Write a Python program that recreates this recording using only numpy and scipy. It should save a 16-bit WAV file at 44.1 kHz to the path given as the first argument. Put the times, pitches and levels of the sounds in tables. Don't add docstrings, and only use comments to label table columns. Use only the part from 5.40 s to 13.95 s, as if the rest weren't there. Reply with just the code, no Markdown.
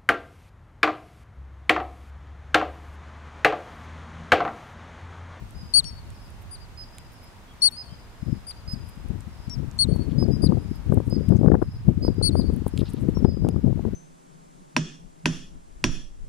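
import sys
import numpy as np
from scipy import signal
from scipy.fft import rfft, irfft, next_fast_len
from scipy.io import wavfile
from scipy.ndimage import uniform_filter1d, map_coordinates

SR = 44100
rng = np.random.default_rng(int(sys.argv[2]) if len(sys.argv) > 2 else 0)


def linear_from_db(decibels):
    return 10 ** (np.asarray(decibels, float) / 20)


def store_pcm(level_fs):
    pcm = np.round(np.clip(level_fs, -1, 1) * 32767).astype(np.int16)
    wavfile.write(sys.argv[1], SR, np.atleast_2d(pcm).T)


N = 377055
T = np.arange(N) / SR

# [t/s, peak level/dB, f/Hz]
EDDIES = [(2.824, -24.5, 131.9), (2.922, -16, 138.1), (3.331, -22.5, 122), (3.699, -20.5, 121),
          (4.483, -18, 247), (4.523, -18.5, 149), (5.032, -14.5, 190), (5.061, -11.5, 146.7),
          (5.673, -18, 176), (5.761, -15.5, 207.3), (5.951, -10.5, 110.9), (6.215, -21, 158),
          (6.479, -10.5, 131), (6.643, -20.5, 229.9), (6.682, -13, 223.3), (6.81, -19, 238),
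          (6.888, -16, 190.1), (7.084, -17, 110.3), (7.131, -17, 119.1), (7.387, -18, 182.3),
          (7.537, -19.5, 197.8), (7.616, -21.5, 138.9), (7.683, -12, 203.7), (7.768, -17.5, 122),
          (7.843, -5.5, 171.6), (8.046, -18, 150.7), (8.239, -13.5, 172.9), (8.319, -18, 110),
          (8.446, -17.5, 164)]
# [t/s, peak level/dB, f/Hz]
PUFFS = [(2.519, -34, 111), (2.86, -48, 110), (3.57, -34.5, 136), (3.866, -29, 111), (4.075, -26, 129),
         (4.176, -22.5, 109), (4.446, -21.5, 118.9), (4.557, -20.5, 110), (4.588, -19.5, 135),
         (4.715, -19.5, 137), (4.778, -17.5, 132), (4.823, -14.5, 136), (4.888, -25, 110),
         (4.932, -15.5, 144.1), (5.086, -17, 107), (5.119, -19, 226.8), (5.148, -18.5, 108),
         (5.308, -20, 176), (5.493, -14.5, 109.8), (5.518, -16, 129), (5.725, -18.5, 161),
         (5.804, -21, 242), (5.881, -13, 139), (5.904, -14.5, 148), (6.007, -16, 213.2),
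         (6.029, -19.5, 240), (6.05, -13, 130), (6.071, -5.5, 131), (6.096, -11.5, 287),
         (6.115, -10.5, 296), (6.13, -13, 202), (6.147, -21, 169), (6.188, -33.5, 228), (6.249, -34, 118),
         (6.281, -24, 112.1), (6.571, -16.5, 145), (6.778, -18.5, 209.8), (6.946, -18.5, 146),
         (6.989, -14, 202.3), (7.215, -23.5, 199.6), (7.261, -22.5, 140), (7.333, -22.5, 207),
         (7.41, -17.5, 115), (7.63, -24, 110.5), (7.797, -24, 193.1), (7.965, -26, 161.9),
         (8.016, -19.5, 109.4), (8.161, -21.5, 143.6), (8.259, -11, 121.6), (8.352, -20, 140.3),
         (8.529, -24, 240)]
# [t/s, half width/s, left port level/dB, right port level/dB]
GUSTS = [(0.031, 0.03, -31.5, -43), (0.208, 0.045, -30.5, -45), (0.456, 0.092, -32.0, -41.0),
         (0.67, 0.061, -36.0, -39.0), (2.512, 0.035, -36.5, -57), (2.915, 0.04, -20.5, -48.5),
         (3.358, 0.088, -28.5, -55.5), (3.714, 0.064, -24.5, -46.5), (4.21, 0.06, -23, -57.5),
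         (4.51, 0.059, -18.0, -35.5), (4.69, 0.13, -21.0, -61), (4.869, 0.084, -15.0, -38.5),
         (5.089, 0.087, -15.0, -32.5), (5.55, 0.046, -13.0, -32), (5.761, 0.097, -20.0, -60),
         (5.931, 0.043, -12.0, -59), (6.091, 0.082, -12.5, -33.5), (6.491, 0.02, -11.5, -29),
         (6.661, 0.069, -17.5, -35), (6.82, 0.032, -17.5, -42.5), (6.947, 0.078, -17.0, -35.5),
         (7.081, 0.11, -18, -35), (7.402, 0.034, -17.5, -37.5), (7.668, 0.093, -20.5, -37),
         (7.85, 0.064, -16, -39.5), (8.08, 0.058, -15, -32), (8.272, 0.065, -16, -39),
         (8.462, 0.032, -18, -69)]


def unit(x):
    return x / np.sqrt(np.mean(x ** 2) + 1e-20)


def along(points, hz):
    f, v = np.transpose(points)
    return np.interp(np.log(hz + 1), np.log(f + 1), v)


def wobble(rate):
    knots = rng.standard_normal(int(N * 200 / SR) + 4)
    return map_coordinates(knots, [T * min(rate, 200)])


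def filtered(x, response):
    m = next_fast_len(x.shape[-1] + 8192)
    return irfft(rfft(x, m) * response(np.fft.rfftfreq(m, 1 / SR)), m)[..., :x.shape[-1]]


def add(out, s, sound):
    part = out[:, round(s * SR):][:, :sound.shape[1]]
    part += sound[:, :part.shape[1]]


def sides(pan_db):
    return linear_from_db([[min(pan_db, 0)], [min(-pan_db, 0)]])


def ducking():
    above_db, slope, recover_s, gust_crest_db = -9, 1.53, 0.52, 4.5
    blows = [(s, db) for s, db, _ in list(EDDIES) + list(PUFFS)]
    blows += [(s, db + gust_crest_db) for s, _, db, _ in GUSTS]
    dips = [0 * T]
    for s, db in blows:
        if db > above_db:
            dips.append(slope * (db - above_db) * (T > s) * np.exp(-np.abs(T - s) / recover_s))
    return -uniform_filter1d(np.max(dips, axis=0), size=2000)


def meadow():
    # [f/Hz, level per Hz/dB]
    spectrum = [(15, -36), (25, 4.5), (240, -7), (450, -14), (900, -13), (1370, -16), (5000, -27.5),
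                (16000, -37.5)]
    # [f/Hz, correlation]
    alike = [(60, 1), (240, 0.62), (950, 0.45), (3770, -0.0), (15000, 0.09)]

    def turn(hz):
        return np.arccos(np.clip(along(alike, hz), -1, 1)) / 2

    def mid_side(hz):
        return linear_from_db(along(spectrum, hz)) * [np.cos(turn(hz)), np.sin(turn(hz))]

    mid, side = filtered(rng.standard_normal((2, N)), mid_side)
    drone = unit(filtered(rng.standard_normal(N), lambda hz: abs(hz - 930) < 9))
    mid += linear_from_db(-20.5) * mid.std() * drone
    return linear_from_db(-48.5 + ducking()) * unit(np.array([mid + side, mid - side]))


def strength():
    # [t/s, left port level/dB, right port level/dB]
    breeze = [
        (0.0, -43.5, -47.0),
        (1.1, -44.5, -40),
        (1.45, -47.0, -44.5),
        (2.0, -51.0, -52),
        (2.6, -46.5, -49.5),
        (4.3, -32.0, -46),
        (5.3, -27.5, -42.0),
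        (6.35, -31, -33.5),
        (7.4, -28.0, -42.5),
        (8.55, -24, -39.5),
    ]
    s, *levels_db = np.transpose(breeze)
    power = linear_from_db(2 * np.array([np.interp(T, s, db) for db in levels_db]))
    for s, width, left_db, right_db in GUSTS:
        power += linear_from_db(2 * np.array([[left_db], [right_db]])) * np.exp(-((T - s) / width) ** 2)
    return 10 * np.log10(power)


def port(level_db, swirl, lumps_db, calm_db, quicken):
    lumps = lumps_db * (0.2248 * wobble(18) + .7 * wobble(50) + .65 * wobble(130))
    speed = np.clip(linear_from_db(quicken * (level_db + 0.55 * lumps - calm_db)), .45, 3)
    frozen = unit(filtered(rng.standard_normal(3 * N), lambda f: linear_from_db(along(swirl, f))))
    flow = linear_from_db(lumps) * map_coordinates(frozen, [np.cumsum(speed)], order=3)
    power = uniform_filter1d(uniform_filter1d(flow ** 2, size=4000), size=4000)
    return linear_from_db(level_db) * flow / np.sqrt(np.abs(power) + 1e-9)


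def wind():
    # [f/Hz, level/dB]
    swirl = [(20, -55), (40, -4.5), (80, 2), (150, -0.5), (250, -5.5), (400, -13.5), (700, -28),
             (1500, -70)]
    # [f/Hz, level/dB]
    lee = [(20, -14), (40, -3), (70, 1.5), (120, 3), (170, -14.5), (260, -39.5), (400, -42.5), (800, -86.5)]
    # [f/Hz, level/dB]
    tear = [(100, -8.5), (300, 1), (500, -2.5), (900, -12.5), (1600, -22.5), (3000, -58.5)]
    # [t/s, peak level/dB]
    snaps = [(4.229, -34), (4.494, -33), (4.524, -32.5), (4.558, -28), (4.591, -31), (7.855, -22.5),
             (8.085, -23.5), (8.141, -32.5), (8.24, -29.5), (8.265, -31), (8.305, -31), (8.326, -29.5),
             (8.373, -32), (8.392, -28), (4.824, -23.5), (5.038, -22), (5.12, -20.5), (5.169, -26.5),
             (5.521, -19), (5.572, -22), (5.6, -24), (5.724, -25), (5.92, -22.5), (6.011, -25),
             (6.081, -18), (6.116, -15), (6.141, -19), (6.15, -16), (6.191, -33.5), (6.216, -23),
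             (6.222, -18), (5.949, -27), (7.769, -24), (7.97, -26.5), (8.019, -31), (6.059, -21),
             (6.03, -24), (6.482, -32.5), (6.647, -23.5), (6.679, -20), (6.812, -20.5), (6.952, -19),
             (6.996, -25), (7.098, -27), (7.263, -23), (7.415, -23.5), (7.683, -25.5), (7.846, -19),
             (8.046, -20.5), (8.066, -24.5), (8.159, -24), (8.449, -23)]
    left_db, right_db = strength()
    left = port(left_db - 1.5, swirl, lumps_db=4.0, calm_db=-15.5, quicken=.3)
    right = port(right_db + 0.327, lee, lumps_db=3.0, calm_db=-37, quicken=0.13)
    out = np.array([left, right])
    t = np.arange(-900, 900) / SR
    for s, db, hz in list(EDDIES) + list(PUFFS):
        turn = rng.uniform(0, 2 * np.pi)
        cycles = hz * t * (1 + 0.65 * t * hz)
        thump = np.exp(-2.5 * (t * hz) ** 2) * np.sin(2 * np.pi * cycles + turn)
        add(out, s + 0.005265 + t[0], linear_from_db(db + 8.0) * thump * linear_from_db([[0], [-30]]))
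    for s, db in snaps:
        haste = linear_from_db(0.28 * (db + 18.0))
        swell = np.exp(-(t / 0.003) ** 2) + 0.091 * (t > 0) * np.exp(-t / 0.022)
        burst = rng.standard_normal(len(t)) * swell
        burst += rng.choice([-1, 1]) * 1.26 * np.exp(-(t / 0.0003) ** 2)
        burst = filtered(burst, lambda f: linear_from_db(along(tear, f / haste)))
        add(out, s + 0.002994 + t[0], linear_from_db(db + 14.0) * burst / np.abs(burst).max() * linear_from_db([[0], [-40]]))
    return filtered(out, lambda f: f ** 2 / (f ** 2 + 24 ** 2))


def nibbling():
    # [t/s, peak level/dB, middle level/dB, low level/dB]
    bites = [(0.108, -41, -12, -24), (0.4434, -39.5, 9, -8), (0.7038, -42.5, -4, -24),
             (0.904, -43, -26.5, -29), (1.022, -46, -21, -21), (1.5839, -31.5, -6, -18.5),
             (1.845, -47, -27, -14), (3.109, -38, -4, -16), (3.297, -39.5, -24, -24),
             (3.4894, -37.5, -20, -20), (3.686, -41.5, -28, -29), (3.8067, -41.5, 0, -26),
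             (4.097, -38.5, 7, -20), (4.3131, -46.5, 6, -21), (4.383, -42.5, 3, -24),
             (4.563, -43.5, -2, -27), (5.521, -45, -3, -30), (5.5432, -30.5, -26, -33),
             (5.89, -33.5, -10, -24.5), (6.23, -41.5, -31, -32), (6.6777, -47.5, -21, -25),
             (7.139, -37, -38, -33), (7.1636, -33.5, -32, -37), (7.28, -24.5, -25, -41),
             (7.3764, -34, -0.5, -5.5), (7.5352, -31.5, -30, -38), (7.694, -43.5, -19, -27),
             (7.847, -44.5, -4, -8), (8.088, -29.5, -8, -25)]
    nibbles = [.092, .266, 1.55, 1.569, 1.591, 1.72, 2.139, 2.299, 2.408, 3.115, 3.345, 3.471, 3.556, 3.638,
               4.54, 4.88, 5.049, 5.177, 5.465, 5.57, 5.591, 5.606, 6.744, 7.119, 7.124, 7.134, 7.409, 7.5,
               7.525, 7.541]
    # [peak level/dB, middle level/dB, low level/dB]
    nibble_db = (-50.5, -17, -27)
    # [t/s, length/s, centre f/Hz, level/dB]
    rustle = [(1.023, .02, 12000, -62), (1.735, 0.025, 13000, -63), (1.838, 0.031, 13100, -62.5),
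              (2.315, 0.021, 11400, -54), (3.107, 0.0155, 9200, -67), (3.324, .03, 9360, -55.5),
              (3.493, 0.025, 11000, -58), (4.558, .03, 10850, -58), (4.71, .03, 3448, -57),
              (5.36, 0.015, 12000, -60.5), (5.538, 0.029, 11250, -59), (5.666, 0.036, 9500, -63),
              (5.702, 0.013, 9800, -56), (5.97, 0.023, 6300, -58.5), (6.66, 0.044, 11900, -65),
              (7.281, 0.026, 9600, -55.5), (7.394, 0.0052, 3490, -42), (7.408, 0.014, 3402, -45),
              (7.396, 0.038, 9200, -57.5), (7.466, 0.02, 3820, -50), (7.482, 0.029, 3443, -51),
              (7.53, 0.033, 3800, -61), (7.575, 0.044, 3497, -60), (7.363, 0.0076, 9000, -63),
              (7.502, 0.023, 8960, -54), (7.612, 0.036, 9400, -61), (7.789, 0.017, 12100, -66)]
    out, t = np.zeros((2, N)), np.arange(1024) / SR
    for s, db, middle_db, low_db in list(bites) + [(s, *nibble_db) for s in nibbles]:
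        crack = rng.standard_normal(len(t)) * linear_from_db(-60 * t / 0.006)
        tint = [(500, -70), (1300, low_db), (2200, low_db + 19.5), (3600, low_db + 19.5),
                (5700, middle_db), (7500, middle_db + 3), (9000, 2.0), (14000, -13)]
        crack = filtered(np.roll(crack, 200), lambda f: linear_from_db(along(tint, f)))
        add(out, s - 200 / SR, linear_from_db(db + 5) * sides(-2.5) * crack)
    u = np.arange(-2000, 2000) / SR
    for s, length, hz, db in rustle:
        clumps = linear_from_db(4.9 * np.repeat(rng.standard_normal(100), 40))
        grains = rng.standard_normal((2, len(u))) * clumps
        band = filtered(grains[:1] + .5 * grains,
                        lambda f: np.exp(-.5 * (np.log(f / hz + 1e-6) / 0.25) ** 2))
        add(out, s + u[0], linear_from_db(db) * unit(band) * np.exp(-3.5 * (u / length) ** 2))
    return out


def chirp(length, hz, dying):
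    sag_depth, sag_lead_s, plunge_lag_s, plunge_per_s = 0.019, 0.0054, 0.0044, 14.3
    t = np.arange(4400) / SR
    slack = 0.003 * np.logaddexp(0, (t - length) / 0.0044)
    sag = sag_depth / (1 + np.exp((length - sag_lead_s - t) / 0.0018))
    plunge = plunge_per_s * .0012 * np.logaddexp(0, (t - length - plunge_lag_s) / .0012)
    rise = 0.012 * np.exp(-t / 0.0042) + 0.0251 * np.exp(-t / 0.018)
    pitch = hz * (1 - rise - sag - np.minimum(plunge, .4))
    swell = (1 - np.exp(-t / 0.00081)) * (1 - .5 * np.exp(-t / 0.016))
    fade = linear_from_db(-9 * slack / dying - 5 * (slack / dying) ** 3)
    return 2 * np.pi * np.cumsum(pitch) / SR, np.sqrt(2) * swell * fade


def scatter(echoes):
    t = np.arange(SR // 2) / SR
    shape = np.zeros((2, len(t)))
    for delay, spread, left_db, right_db in echoes:
        cloud = (t >= delay) * np.exp(-(t - delay) / spread)
        shape += linear_from_db([[left_db], [right_db]]) * cloud / np.linalg.norm(cloud)
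    return shape * rng.standard_normal(shape.shape)


def squirrels():
    # [t/s, length/s, top f/Hz, level/dB, overtone level/dB]
    near = [
        (0.3373, 0.055, 4522, -10.5, -5),
        (2.219, 0.057, 4500, -11.5, -6),
        (4.388, 0.045, 4480, -14, -7),
        (6.825, 0.057, 4519, -19, -3.5),
    ]
    across = [
        (0.149, 0.079, 5020, -54.5, -14),
        (1.374, 0.058, 5057, -39.5, -23),
        (2.367, 0.054, 5036, -34.5, -35),
        (3.276, 0.062, 5047, -36.5, -24),
        (4.781, 0.055, 5074, -37.5, -19),
        (5.704, 0.056, 5044, -40.5, -23),
        (6.623, 0.053, 5007, -35.5, -26),
        (7.849, 0.064, 5040, -52, -24),
    ]
    left = [
        (1.110, 0.038, 4885, -46, 9),
        (3.067, 0.039, 4900, -38.5, 3.5),
        (5.02, 0.04, 4895, -30.5, -4.5),
        (6.964, 0.041, 4900, -36.5, -7),
    ]
    high = [
        (0.451, 0.044, 5590, -37, -23),
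        (2.21, 0.055, 5580, -39, -38),
        (4.098, 0.044, 5580, -35, -28),
        (7.746, 0.042, 5530, -47, -28),
    ]
    hidden = [(s, .06, 5120, -72.5, 0) for s in [.69, 1.71, 2.791, 3.89, 5.18, 6.19, 7.291]]
    bird = [
        (2.078, 0.05, 3310, -62, -29),
        (2.485, 0.061, 3170, -60.5, -30),
    ]
    slap_db = [-51.5, -66, -63, -55, -43, -56, -67, -60]
    slope_db = [-38.5, -40.5, -43.5, -45.5]
    slap = [(s + .127, length, hz, db, -16) for (s, length, hz, *_), db in zip(across, slap_db)]
    slope = [(s + .1, length - .006, hz, db, -5) for (s, length, hz, *_), db in zip(near, slope_db)]
    animals = [near, across, left, high, hidden, bird, slap, slope]
    # [tone left-right/dB, overtone left-right/dB, tone left lead/rad, overtone left lead/rad]
    paths = [
        (11.2, 9.5, 4, -2.5),
        (-7, -1.5, -1.5, 2),
        (15, 5.5, 1.5, 3.5),
        (12.5, 1, 1.6, -2),
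        (-2, -15, 2, 5.5),
        (0.1, 10, 1.5, 2),
        (11, 4.5, 2, 2.5),
        (17, 15, 4, -2.5),
    ]
    # [overtone in echoes/dB, third partial/dB, dying/s, plunge's escape from a dip in the path/0-1]
    voices = [
        (-10.5, -40.5, 0.0079, 0),
        (-20, -68, 0.007, 0.35),
        (-11, -72.5, 0.0092, 0.65),
        (-15, -70, 0.009, 0),
        (-11, -72, 0.013, .4),
        (-24, -70, 0.0045, .1),
        (-20.5, -72, 0.005, 0),
        (-8, -70, .005, 0),
    ]
    # [delay/s, spread/s, left level/dB, right level/dB]
    surfaces = [
        [(.088, .009, -49, -66), (.115, .02, -52, -59), (.205, .006, -55, -61), (0.08, 0.17, -51, -58)],
        [(.012, .06, -52, -57), (0.12, .15, -57, -64.5)],
        [(0.023, 0.0011, -64, -64), (.057, .0004, -58, -67), (.092, 0.0005, -58, -68), (0.027, 0.1, -58, -68)],
        [(.045, .01, -59, -75), (.05, 0.11, -71, -78)],
        [(.005, .05, -63.5, -64.5), (.09, .04, -63, -66), (.1, .15, -66, -72)],
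        [(.02, 0.038, -69, -79)],
        [(.003, .02, -62.5, -67.5)],
        [(.004, .01, -60, -70)],
    ]
    out, far, half = np.zeros((2, N)), np.zeros((2, N)), np.array([[.5], [-.5]])
    for calls, path, character, echoes in zip(animals, paths, voices, surfaces):
        pan_db, pan2_db, lead, lead2 = path
        echo2_db, third_db, dying, slip = character
        levels = [c[3] for c in calls]
        for s, length, hz, db, over_db in calls:
            phase, env = chirp(length, hz, dying)
            fall = np.clip(1 - np.gradient(phase) * SR / (2 * np.pi * hz), 0, .12) / 0.2
            fall[:round(length * SR / 2)] = 0
            escape = linear_from_db(slip * (max(levels) + 6 - db) * np.minimum(4 * fall, 1))
            tone = escape * sides(pan_db) * np.sin(phase + lead * half)
            over = linear_from_db(over_db - 9.1 * fall) * sides(pan2_db) * np.sin(2 * phase + lead2 * half)
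            third = linear_from_db(third_db) * sides(7) * np.sin(3 * phase)
            noise = rng.standard_normal((2, len(env)))
            hiss = filtered(noise, lambda f: (f > 4800) / (1 + (f / 11500) ** 6))
            shake = np.interp(np.arange(len(env)), np.arange(0, 4401, 200), rng.standard_normal(23))
            flutter_db = 1 * (calls is not near)
            tone *= linear_from_db(flutter_db * shake * (1 + 5 * fall))
            add(out, s, linear_from_db(db) * env * (tone + over + third + linear_from_db(-29.5) * sides(15.0) * hiss))
            carried = linear_from_db(slip * 12 * np.minimum(5 * fall, 1))
            voice = env * (carried * np.sin(phase) + linear_from_db(echo2_db) * np.sin(2 * phase))
            effort = linear_from_db(0.062 * (db - np.mean(levels)))
            add(far, s, effort * signal.fftconvolve(voice[None], scatter(echoes), axes=1))
    return out + far * linear_from_db(1.2 * wobble(90) + 0.5)


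def scene():
    return meadow() + wind() + nibbling() + squirrels()


def thinned(x):
    # [t/s, length/s, from f/Hz, to f/Hz]
    emptied = [(1.112, .025, 12100, 15700), (1.13, .035, 10200, 10800), (2.375, .05, 5500, 6200),
               (3.075, .015, 10300, 15500), (4.10, .015, 7300, 8200), (4.41, .035, 5100, 5900),
               (4.80, .045, 5600, 6300), (4.827, .01, 10500, 11700), (5.022, .07, 10200, 11500),
               (5.03, .06, 12000, 15700), (6.83, .07, 5100, 5700)]
    overtone = filtered(x[0], lambda f: (f > 8300) & (f < 9900))
    level_db = 10 * np.log10(np.abs(uniform_filter1d(overtone ** 2, size=900)) + 1e-12)
    top = filtered(x, lambda f: f > 13900) * uniform_filter1d(1. * (level_db > -35), size=200)
    gap = filtered(x, lambda f: (f > 10300) & (f < 12500)) * uniform_filter1d(1. * (level_db > -19), size=200)
    out = x - .93 * (top + gap)
    for s, length, low_hz, high_hz in emptied:
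        part = out[:, round(s * SR):][:, :round(length * SR)]
        band = filtered(part, lambda f: (f > low_hz) & (f < high_hz))
        add(out, s, -signal.windows.tukey(part.shape[1], .3) * band)
    return out


def band_limit(x):
    return signal.sosfilt(signal.butter(12, 16460, fs=SR, output="sos"), x)


def record(dry):
    held = dry / (1 + np.abs(dry) ** 8) ** (1 / 8)
    held = held * np.minimum((N - np.arange(N)) / 200, 1)
    band = filtered(thinned(held), lambda f: (f < 15750) / (1 + (f / 15600) ** 14))
    return band_limit(band)


dry = scene()
out = record(dry)
store_pcm(out)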